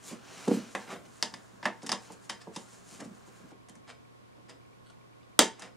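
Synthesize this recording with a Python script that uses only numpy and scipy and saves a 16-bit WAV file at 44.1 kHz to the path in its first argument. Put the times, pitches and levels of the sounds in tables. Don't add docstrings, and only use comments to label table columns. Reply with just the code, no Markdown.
import sys
import numpy as np
from scipy import signal
from scipy.fft import rfft, irfft, next_fast_len
from scipy.io import wavfile
from scipy.ndimage import uniform_filter1d

SR = 44100
rng = np.random.default_rng(int(sys.argv[2]) if len(sys.argv) > 2 else 0)


def unload_wav(signal):
    wavfile.write(
        sys.argv[1],
        SR,
        np.round(np.clip(np.atleast_2d(signal).T, -1, 1) * 32767).astype(np.int16),
    )


N = 254324
RING_S = .16
T = np.arange(N) / SR
AGE = np.arange(int(RING_S * SR)) / SR
ECHO_AGE = np.arange(int(.4 * SR)) / SR

# f/Hz, level/dB, t60/s
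CAVITY_MODES = [(191.8, 5.5, 0.15), (232, 1.5, 0.31), (277, -3, 0.053), (324.4, -3, 0.23),
                (370.5, -1, 0.18), (475.8, -0.5, 0.23)]
# f/Hz, level/dB, t60/s
SHELL_MODES = [(599, -4, 0.05), (765, -4, 0.083), (900, 0, 0.093), (990, -3.5, 0.068), (1119, 4.5, 0.026),
               (1301, -11, 0.019)]
# f/Hz, level/dB, t60/s
RIB_MODES = [(2784, 0.5, 0.041), (2932, -2.5, 0.05), (3145, 1, 0.045), (3590, 1, 0.046),
             (3830, -1.5, 0.042), (3997, -5, .025), (4594, 1, .03)]
# f/Hz, level/dB, t60/s
RIM_MODES = [(1587, -9.5, 0.055), (1706, 2.5, 0.042), (1844, -2.5, 0.06), (1984, -3, 0.045),
             (2138, -1.5, 0.026)]
# f/Hz, level/dB, t60/s
STEEL_MODES = [(4676, -6.5, 0.011), (4746, 2, 0.016), (5020, 6.5, 0.019), (5220, 2, 0.013), (5450, 6, .007),
               (6050, -4, 0.012)]
# f/Hz, level/dB
THUMP_COLOUR = [(80, -49), (150, -5.5), (195, 11.5), (250, 9), (350, -7), (500, 5.5), (800, 4),
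                (2000, -31.5)]


def undb(db):
    return 10 ** (np.asarray(db) / 20)


def along(points, hz):
    f, value = np.transpose(points)
    return np.interp(np.log(np.maximum(hz, 1)), np.log(f), value)


def colour(x, points):
    size = 2 * next_fast_len(len(x))
    log_gain = np.log(undb(along(points, np.fft.rfftfreq(size, 1 / SR))))
    cepstrum = irfft(log_gain)
    cepstrum[1:size // 2] *= 2
    cepstrum[size // 2 + 1:] = 0
    response = np.exp(rfft(cepstrum))
    return irfft(rfft(x, size) * response)[:len(x)]


def level(x, db):
    return x * undb(db) / np.sqrt(np.mean(x ** 2))


def blow(x, db):
    return x * undb(db) * np.sqrt(.02 * SR / np.sum(x ** 2))


def fade(t60, age=AGE):
    return np.exp(-np.log(1000) * age / np.maximum(t60, 1e-4))


def burst(t60, count=2):
    x = rng.standard_normal(len(AGE)) * fade(t60)
    for _ in range(count):
        flat = irfft(np.exp(1j * np.angle(rfft(x))), len(AGE))
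        x = flat * fade(10 * t60) * (AGE < 2 * t60)
    return x


def ring(modes, scatter_db=1.0, detune=0.0036):
    hz, db, t60 = np.transpose(modes)[:, :, None]
    size, shift, sign = rng.standard_normal((3, len(modes), 1))
    waves = np.sign(sign) * np.sin(2 * np.pi * hz * (1 + detune * shift) * AGE)
    return np.sum(undb(db + scatter_db * size) * waves * fade(t60), axis=0)


def body(modes, spectrum, dense_t60, modes_db):
    clear = blow(ring(modes), modes_db)
    dense = blow(colour(burst(dense_t60), spectrum), 0)
    return clear + dense


def add(track, s, x):
    start = max(int(s * SR), 0)
    track[start:start + len(x)] += x[:N - start]


def friction(slips_per_s, spread_db, smooth_db):
    hits = rng.random(N) < slips_per_s / SR
    slips = hits * rng.standard_normal(N) * undb(spread_db * rng.standard_normal(N))
    return level(level(slips, 0) + undb(smooth_db) * rng.standard_normal(N), 0)


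def swells(rows):
    return np.sqrt(sum(undb(db) ** 2 * np.exp(-((T - s) / half_s) ** 2) for s, half_s, db in rows))


def room_tone():
    # f/Hz, level/dB
    air_colour = [(15, -43.5), (25, -24), (54, -18), (88, -13), (121, -16), (176, -13.5), (438, -16.5),
                  (475, -16), (811, -22.5), (1090, -18.5), (1310, -24), (3540, -31), (11000, -40.5),
                  (15000, -51.5), (16000, -69)]
    # f/Hz, level/dB
    hum_tones = [(119.3, -67), (721.4, -80.5), (1082, -74.5), (1443, -82.5)]
    mid, side = (level(colour(rng.standard_normal(N), air_colour), -58.5) for _ in range(2))
    side = colour(side, [(70, 1.0), (140, 5), (1000, 2), (8000, -5.5)])
    hum = sum(level(np.sin(2 * np.pi * (hz * T + rng.random())), db) for hz, db in hum_tones)
    return undb(-5.0) * mid + hum + pips() + side * np.array([[1], [-1]])


def rubbing():
    # peak t/s, bell sigma/s, level/dB
    swish_rows = [(.1, 0.11, -62.5), (.315, 0.064, -55.5), (.41, 0.037, -55.5), (.52, 0.12, -51.5),
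                  (.66, 0.049, -72), (.82, 0.021, -53.5), (.91, .035, -75), (1.06, 0.0073, -59.5),
                  (1.19, 0.047, -69), (2.08, 0.043, -61), (2.255, 0.011, -76), (2.72, 0.03, -71),
                  (2.94, 0.036, -61), (3.34, 0.081, -73.5)]
    # peak t/s, bell sigma/s, level/dB
    slide_rows = [(.088, 0.037, -49), (.31, 0.021, -74), (.41, 0.1, -55.5), (.56, 0.06, -56.5),
                  (.76, 0.081, -58), (.92, 0.014, -53.5), (1.08, 0.062, -77), (1.205, 0.091, -62.5),
                  (1.4, 0.1, -69), (2.045, 0.044, -61), (2.127, 0.011, -54.5), (2.245, 0.02, -61.5),
                  (2.61, 0.036, -59.5), (2.735, 0.053, -59.5), (2.93, 0.055, -55.5), (3.05, 0.0097, -58.5),
                  (3.15, 0.029, -69), (3.28, 0.015, -64.5), (3.375, 0.026, -68)]
    # peak t/s, bell sigma/s, level/dB
    rasp_rows = [(.085, 0.022, -57), (.545, 0.028, -55), (.92, 0.056, -65), (1.05, .04, -76),
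                 (3.34, 0.046, -75)]
    # f/Hz, level/dB
    cloth_colour = [(800, -5), (1800, -6), (2500, -3), (3000, -2.5), (3500, -8.5), (4200, -4.5),
                    (4800, -9.5), (6000, -4.5), (8000, -22), (12000, -39.5), (16000, -47)]
    skin_colour = [(3000, -5.5), (6000, -2.5), (7000, 3), (8000, -2), (9500, -2.5), (12000, -15.5),
                   (15000, -24.5), (16000, -47)]
    pile_colour = [(4000, -22), (8000, 0), (10000, -1), (13000, -7), (15000, -14), (16000, -29)]
    murmur_colour = [(90, -8.5), (200, 6), (400, -1.5), (900, 1.5), (1600, 2.5), (3000, -24)]
    creep_end_s = 3.51
    creep_cloth_db, creep_skin_db, creep_murmur_db = -73, -71.5, -65.5
    murmur_db = -3

    creep = (T <= creep_end_s).astype(float)
    cloth = np.hypot(swells(swish_rows), undb(creep_cloth_db) * creep)
    skin = np.hypot(swells(slide_rows), undb(creep_skin_db) * creep)
    murmur = np.hypot(undb(murmur_db) * cloth, undb(creep_murmur_db) * creep)
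    layers = ((cloth, cloth_colour), (skin, skin_colour),
              (swells(rasp_rows), pile_colour), (murmur, murmur_colour))
    out = np.zeros(N)
    for gain, spectrum in layers:
        rub = friction(slips_per_s=760, spread_db=-2.5, smooth_db=2.5)
        out += gain * level(colour(rub, spectrum), 0)
    return out


def bumps():
    # t/s, level/dB, contact corner f/Hz
    bump_rows = [(.112, -48, 386), (0.124, -48, 436), (.477, -34, 800), (.564, -37.5, 220),
                 (.925, -51.5, 390), (.965, -51, 300), (1.065, -60.5, 306), (1.331, -53.5, 302),
                 (1.531, -63, 300), (1.832, -47.5, 700), (2.101, -48, 1340), (2.471, -48.5, 890),
                 (2.477, -49, 520), (2.565, -48.5, 506), (2.92, -55, 214), (3.015, -49, 670),
                 (3.056, -47.5, 220), (3.11, -53, 250), (3.275, -59, 1320), (3.402, -55.5, 240),
                 (3.438, -55.5, 240), (3.518, -55, 503), (3.692, -59, 400), (3.76, -58.5, 395),
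                 (4.382, -61, 604)]
    out = np.zeros(N)
    damping = fade(.1)
    for s, db, corner_hz in bump_rows:
        cavity = body(CAVITY_MODES, THUMP_COLOUR, dense_t60=0.1, modes_db=1.0)
        walls = blow(ring(SHELL_MODES), -1.025)
        lowpass = signal.butter(2, corner_hz, fs=SR, output="sos")
        add(out, s, blow(signal.sosfilt(lowpass, (cavity + walls) * damping), db))
    return out


def scrapes():
    # peak t/s, bell sigma/s, grit level/dB at peak, tilt/(dB per octave),
    # rim and rib ring against grit/dB, steel ring against grit/dB
    scrape_rows = [(0.113, 0.02, -50, 0.5, -11, -10), (0.481, 0.0031, -43, 6.5, -18, -12),
                   (0.537, 0.021, -47.5, 4, -19, -13), (0.918, 0.031, -43, -2.5, -16.5, -22),
                   (1.645, 0.0063, -44.5, -1, -13, -12), (1.824, 0.0043, -53, 2, -20, -4),
                   (1.851, 0.011, -50.5, -5, -10, -22), (1.8685, 0.0031, -41, 9, -9, -5),
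                   (2.297, 0.0018, -39, 4, 0.5, 1.5), (2.418, 0.0084, -58.5, 4, -8, 0.5),
                   (2.554, 0.013, -56.5, 6.5, -17, -6), (3.0065, 0.004, -45, 5, -19, -12),
                   (3.014, 0.014, -45.5, -5.5, -19, -32), (3.513, 0.004, -58, 2, -7, -14),
                   (3.697, 0.0027, -54, 12, -7, -21), (3.898, 0.013, -48.5, 0.5, -18, -13),
                   (4.5, 0.0091, -52, 1, -8, -6), (4.522, 0.014, -60.5, -5, -16, -18),
                   (5.635, 0.031, -50, -0.5, -27, -15)]
    # f/Hz, level/dB
    grit_colour = [(100, -16), (220, 5.5), (400, 1), (900, 5.5), (1350, 4.5), (1900, 4), (3500, -2.5),
                   (4300, -5.5), (5000, -8), (8000, -8), (10500, -19), (15000, -51.5)]
    out = np.zeros(N)
    slips = friction(slips_per_s=1800, spread_db=2.5, smooth_db=0)
    for s, half_s, db, tilt_db, rim_db, steel_db in scrape_rows:
        drag = slips[rng.integers(N - len(AGE)):][:len(AGE)]
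        swell = np.exp(-.5 * ((AGE - RING_S / 2) / half_s) ** 2)
        tilted = [(hz, g + tilt_db * np.log2(hz)) for hz, g in grit_colour]
        grit = level(colour(drag, tilted), db) * swell
        rings = np.zeros(len(AGE))
        for modes, ring_db in ((RIM_MODES + RIB_MODES, rim_db), (STEEL_MODES, steel_db)):
            rings += level(signal.oaconvolve(drag * swell, ring(modes))[:len(AGE)], ring_db)
        add(out, s - RING_S / 2, grit + np.std(grit) * rings)
    return out


def judders(count=9, jitter=0.096):
    # peak t/s, bell sigma/s, wall level/dB, slip rate/Hz
    judder_rows = [(.484, 0.0051, -23.5, 223), (.5155, 0.0044, -21, 245), (.541, 0.006, -31.5, 205)]
    # f/Hz, level/dB
    push_colour = [(100, -15.5), (160, 4), (240, 0.5), (360, -1), (480, -4), (600, -19), (760, -18),
                   (1200, -31), (2500, -40), (8000, -90)]
    cavity_db = -9
    out = np.zeros(N)
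    for s, half_s, db, slips_per_s in judder_rows:
        slips = np.zeros(len(AGE))
        lags = (np.arange(count) - count // 2 + jitter * rng.standard_normal(count)) / slips_per_s
        slips[((lags - lags[0]) * SR).astype(int)] = np.exp(-.5 * (lags / half_s) ** 2)
        push = colour(slips, push_colour)
        hollow = signal.oaconvolve(push, ring(CAVITY_MODES))[:len(AGE)]
        add(out, s + lags[0], blow(push, db) + blow(hollow, db + cavity_db))
    return out


def chatter(modes, count=3):
    mean_gap_s, loss_db = 0.0015, -5
    out, s = np.zeros(len(AGE)), 0
    for touch, gap in enumerate(rng.uniform(.5, 1.5, count)):
        start = int(s * SR)
        out[start:] += undb(loss_db * touch) * ring(modes, detune=0.0099)[:len(AGE) - start]
        s += gap * mean_gap_s
    return out


def contacts(rows, thump_db, steel_db, crack_t60):
    # f/Hz, level/dB
    tick_colour = [(2500, -11.5), (4500, -11.5), (6000, 0.5), (8000, -4), (10000, -5.5), (11500, -19.5),
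                   (13500, -39), (16000, -49)]
    crack_colour = [(1200, -16), (2000, 2), (2400, -2), (3400, 7.5), (4000, 3.5), (4500, -7), (8000, -36.5)]
    clack_colour = [(700, -23.5), (1300, -4), (1700, -7.5), (2100, -10), (2600, -8), (5000, -55)]
    knock_colour = [(200, -10), (500, -8), (740, 6.5), (950, 2.5), (1300, -7.5), (1800, -16), (4000, -39)]
    out = np.zeros(N)
    for s, strength, tip, rim, ribs, steel in rows:
        tick = colour(burst(crack_t60), tick_colour)
        crack = body(RIB_MODES, crack_colour, dense_t60=crack_t60, modes_db=0.0)
        clack = body(RIM_MODES, clack_colour, dense_t60=crack_t60, modes_db=4.0)
        knock = body(SHELL_MODES, knock_colour, dense_t60=.045, modes_db=6.5)
        thump = body(CAVITY_MODES, THUMP_COLOUR, dense_t60=0.015, modes_db=1.5)
        add(out, s, blow(tick, strength + tip))
        add(out, s, blow(crack, strength + ribs))
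        add(out, s, blow(clack, strength + rim))
        add(out, s, blow(knock, strength))
        add(out, s, blow(thump, strength + thump_db))
        add(out, s, blow(chatter(STEEL_MODES), strength + steel + steel_db))
    return out


def pips():
    pip_times_s = [3.254, 3.333, 3.414, 3.533, 3.614, 3.694, 3.854, 4.053, 4.333, 4.614, 4.653, 4.733,
                   4.933, 5.014, 5.134, 5.213, 5.333]
    pip_hz, peak_db, sigma_s = 2320, -62, 0.0017
    out = np.zeros(N)
    pip = np.sin(2 * np.pi * pip_hz * AGE) * np.exp(-.5 * ((AGE - RING_S / 2) / sigma_s) ** 2)
    for s in pip_times_s:
        add(out, s - RING_S / 2, undb(peak_db) * pip)
    return out


def squeaks(slips_per_s=110, jitter=0.15, count=16):
    # peak t/s, bell sigma/s, level/dB
    squeak_rows = [(4.87, 0.014, -63), (4.899, 0.0052, -63.5)]
    # f/Hz, level/dB, t60/s
    pinched_modes = [(1445, 3, 0.034), (2960, 2, .012), (3400, 0, .012), (3800, -3, .012), (4400, 3, .012),
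                     (8100, -3, .015), (9040, -5, 0.016), (10200, -14, .015)]
    out = np.zeros(N)
    for s, half_s, db in squeak_rows:
        slips = np.zeros(N)
        lags = (np.arange(count) - count / 2 + jitter * rng.standard_normal(count)) / slips_per_s
        sizes = np.exp(-.5 * (lags / half_s) ** 2) * rng.uniform(0.45, 1, count)
        slips[((s + lags) * SR).astype(int)] = sizes
        out += blow(signal.oaconvolve(slips, ring(pinched_modes))[:N], db)
    return out


def snap():
    # tip/dB, rim/dB,
    # ribs/dB, steel/dB (before steel_db)
    snap_rows = [(5.391, -26, -3, -6, 2, -0.5), (5.392, -26, 4, -4.5, 0.87, -6)]
    # f/Hz, level/dB, t60/s
    freed_modes = [(3364, -6, 0.14), (5500, -6, 0.07), (6260, -3, 0.08), (7000, 3.5, 0.073),
                   (7560, 2, 0.065)]
    # f/Hz, level/dB
    release_colour = [(1000, -2.5), (1400, 4), (2200, -1), (2900, -4.5), (3500, 5), (4200, -2.5), (4900, 2),
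                      (6500, -2), (8000, 3.5), (11000, -4), (13000, -8.5), (16000, -12.5)]
    slap_colour = [(120, -28), (170, -14.5), (255, 2.5), (340, 1.5), (470, 3.5), (620, 2.5), (800, -2.5),
                   (1400, -5.5), (2400, -5.5), (4000, -8), (8000, -38.5)]
    out = contacts(snap_rows, thump_db=-10.5, steel_db=-1.5, crack_t60=0.011)
    release_s, strike_s = snap_rows[0][0], snap_rows[1][0]
    add(out, release_s, blow(colour(burst(0.009), release_colour), -20.0))
    add(out, strike_s, blow(colour(signal.unit_impulse(len(AGE)), slap_colour), -23))
    add(out, strike_s, blow(ring(freed_modes), -31))
    return out


def strikes(steel_db):
    # tip/dB, rim/dB,
    # ribs/dB, steel/dB (before steel_db)
    click_rows = [(.75, -35, -14, -1.5, -10.5, -21), (1.2261, -39, 1, 0, 1, 15.5),
                  (1.3394, -50, -5, -0.5, -2.5, 6.5), (1.6286, -46, -29, -1.5, -10, -8),
                  (1.6549, -31, -15.5, 1.5, -10.5, -8), (1.6605, -37.5, -22, -16, -15, -14),
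                  (1.8305, -64, 7, -10, -6, 0), (1.8642, -54, 5, -1, 0, 4),
                  (1.8927, -41, -3, -0.5, -2.5, 8), (1.9177, -36, -1.5, -4, -4.5, 9.5),
                  (1.927, -37, -12, -11, -4.5, -10), (2.2972, -43.5, 0, 2, 2, -2),
                  (2.5619, -44.5, -2.5, -8, -4, 1.5), (3.686, -63.5, 2, -4, -9, -14),
                  (3.7531, -68, 4.5, 1, -11, -15), (4.4949, -65, 2.5, -10, 2, 6),
                  (4.9023, -67, -3, -14, -4, -7), (5.231, -76.5, -12, -12, 5, -1),
                  (5.5949, -59.5, 6, -2.5, -13, -7), (5.6208, -55, 0.5, 1, 1.5, 5)]
    clicks = contacts(click_rows, thump_db=-10.5, steel_db=steel_db, crack_t60=0.046)
    return clicks + snap() + bumps()


def echoes(early_db=11.0, gap_s=0.0034):
    # f/Hz, t60/s
    room_decay = [(200, .34), (900, .32), (2000, .3), (5000, .29), (8000, .26), (13000, .16)]
    # f/Hz, level/dB
    room_colour = [(150, -3.5), (205, 4), (290, 3.5), (500, 3), (900, -5), (1500, -4.5), (3000, -4.5),
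                   (8000, -6.5), (13000, -18)]
    freqs = np.fft.rfftfreq(len(ECHO_AGE), 1 / SR)
    noise = rfft(rng.standard_normal(len(ECHO_AGE)))
    centres = [hz for hz, _ in room_decay]
    early = undb(early_db) * fade(.14, ECHO_AGE)
    tail = 0
    for (hz, t60), share in zip(room_decay, np.eye(len(centres))):
        band = irfft(noise * along(list(zip(centres, share)), freqs), len(ECHO_AGE))
        tail = tail + band * (fade(t60, ECHO_AGE) + early)
    tail = tail * np.clip(ECHO_AGE / gap_s - .5, 0, 1)
    power = uniform_filter1d(np.abs(rfft(tail)) ** 2, size=32)
    gain_db = along(room_colour, freqs) - 10 * np.log10(power)
    return colour(tail, np.column_stack([freqs, gain_db])[1:])


def room(x):
    # f/Hz, level/dB
    side_colour = [(150, -13.5), (1000, -12), (2500, -11), (5000, -14.5), (8000, 4), (12000, -1)]
    responses = (echoes(), colour(echoes(), side_colour))
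    return np.array([signal.oaconvolve(x, response)[:N] for response in responses])


def scene(count=2):
    facing = strikes(steel_db=-5.0)
    directions = [facing] + [strikes(steel_db=-15.5) for _ in range(count)]
    sliding = scrapes() + squeaks() + rubbing()
    landing = judders()
    strike_room = sum(room(x) for x in directions) / np.sqrt(len(directions))
    mid, side = strike_room + room(sliding + undb(-10) * landing)
    mid = mid + facing + sliding + landing
    no_bass = signal.butter(6, 128, "high", fs=SR, output="sos")
    return signal.sosfilt(no_bass, [mid + side, mid - side]) + room_tone()


def record(dry):
    # f/Hz, left minus right level/dB
    balance = [(120, 0), (280, -1.5), (1000, -1.5), (4500, 0.85), (8000, 1.5), (12000, -1)]
    top_hz = 15600
    ports = [colour(x, [(hz, sign * db / 2) for hz, db in balance]) for x, sign in zip(dry, (1, -1))]
    lowpass = signal.ellip(8, .2, 85, top_hz, fs=SR, output="sos")
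    return signal.sosfilt(lowpass, np.clip(ports, -1, 1))


dry = scene()
out = record(dry)
unload_wav(out)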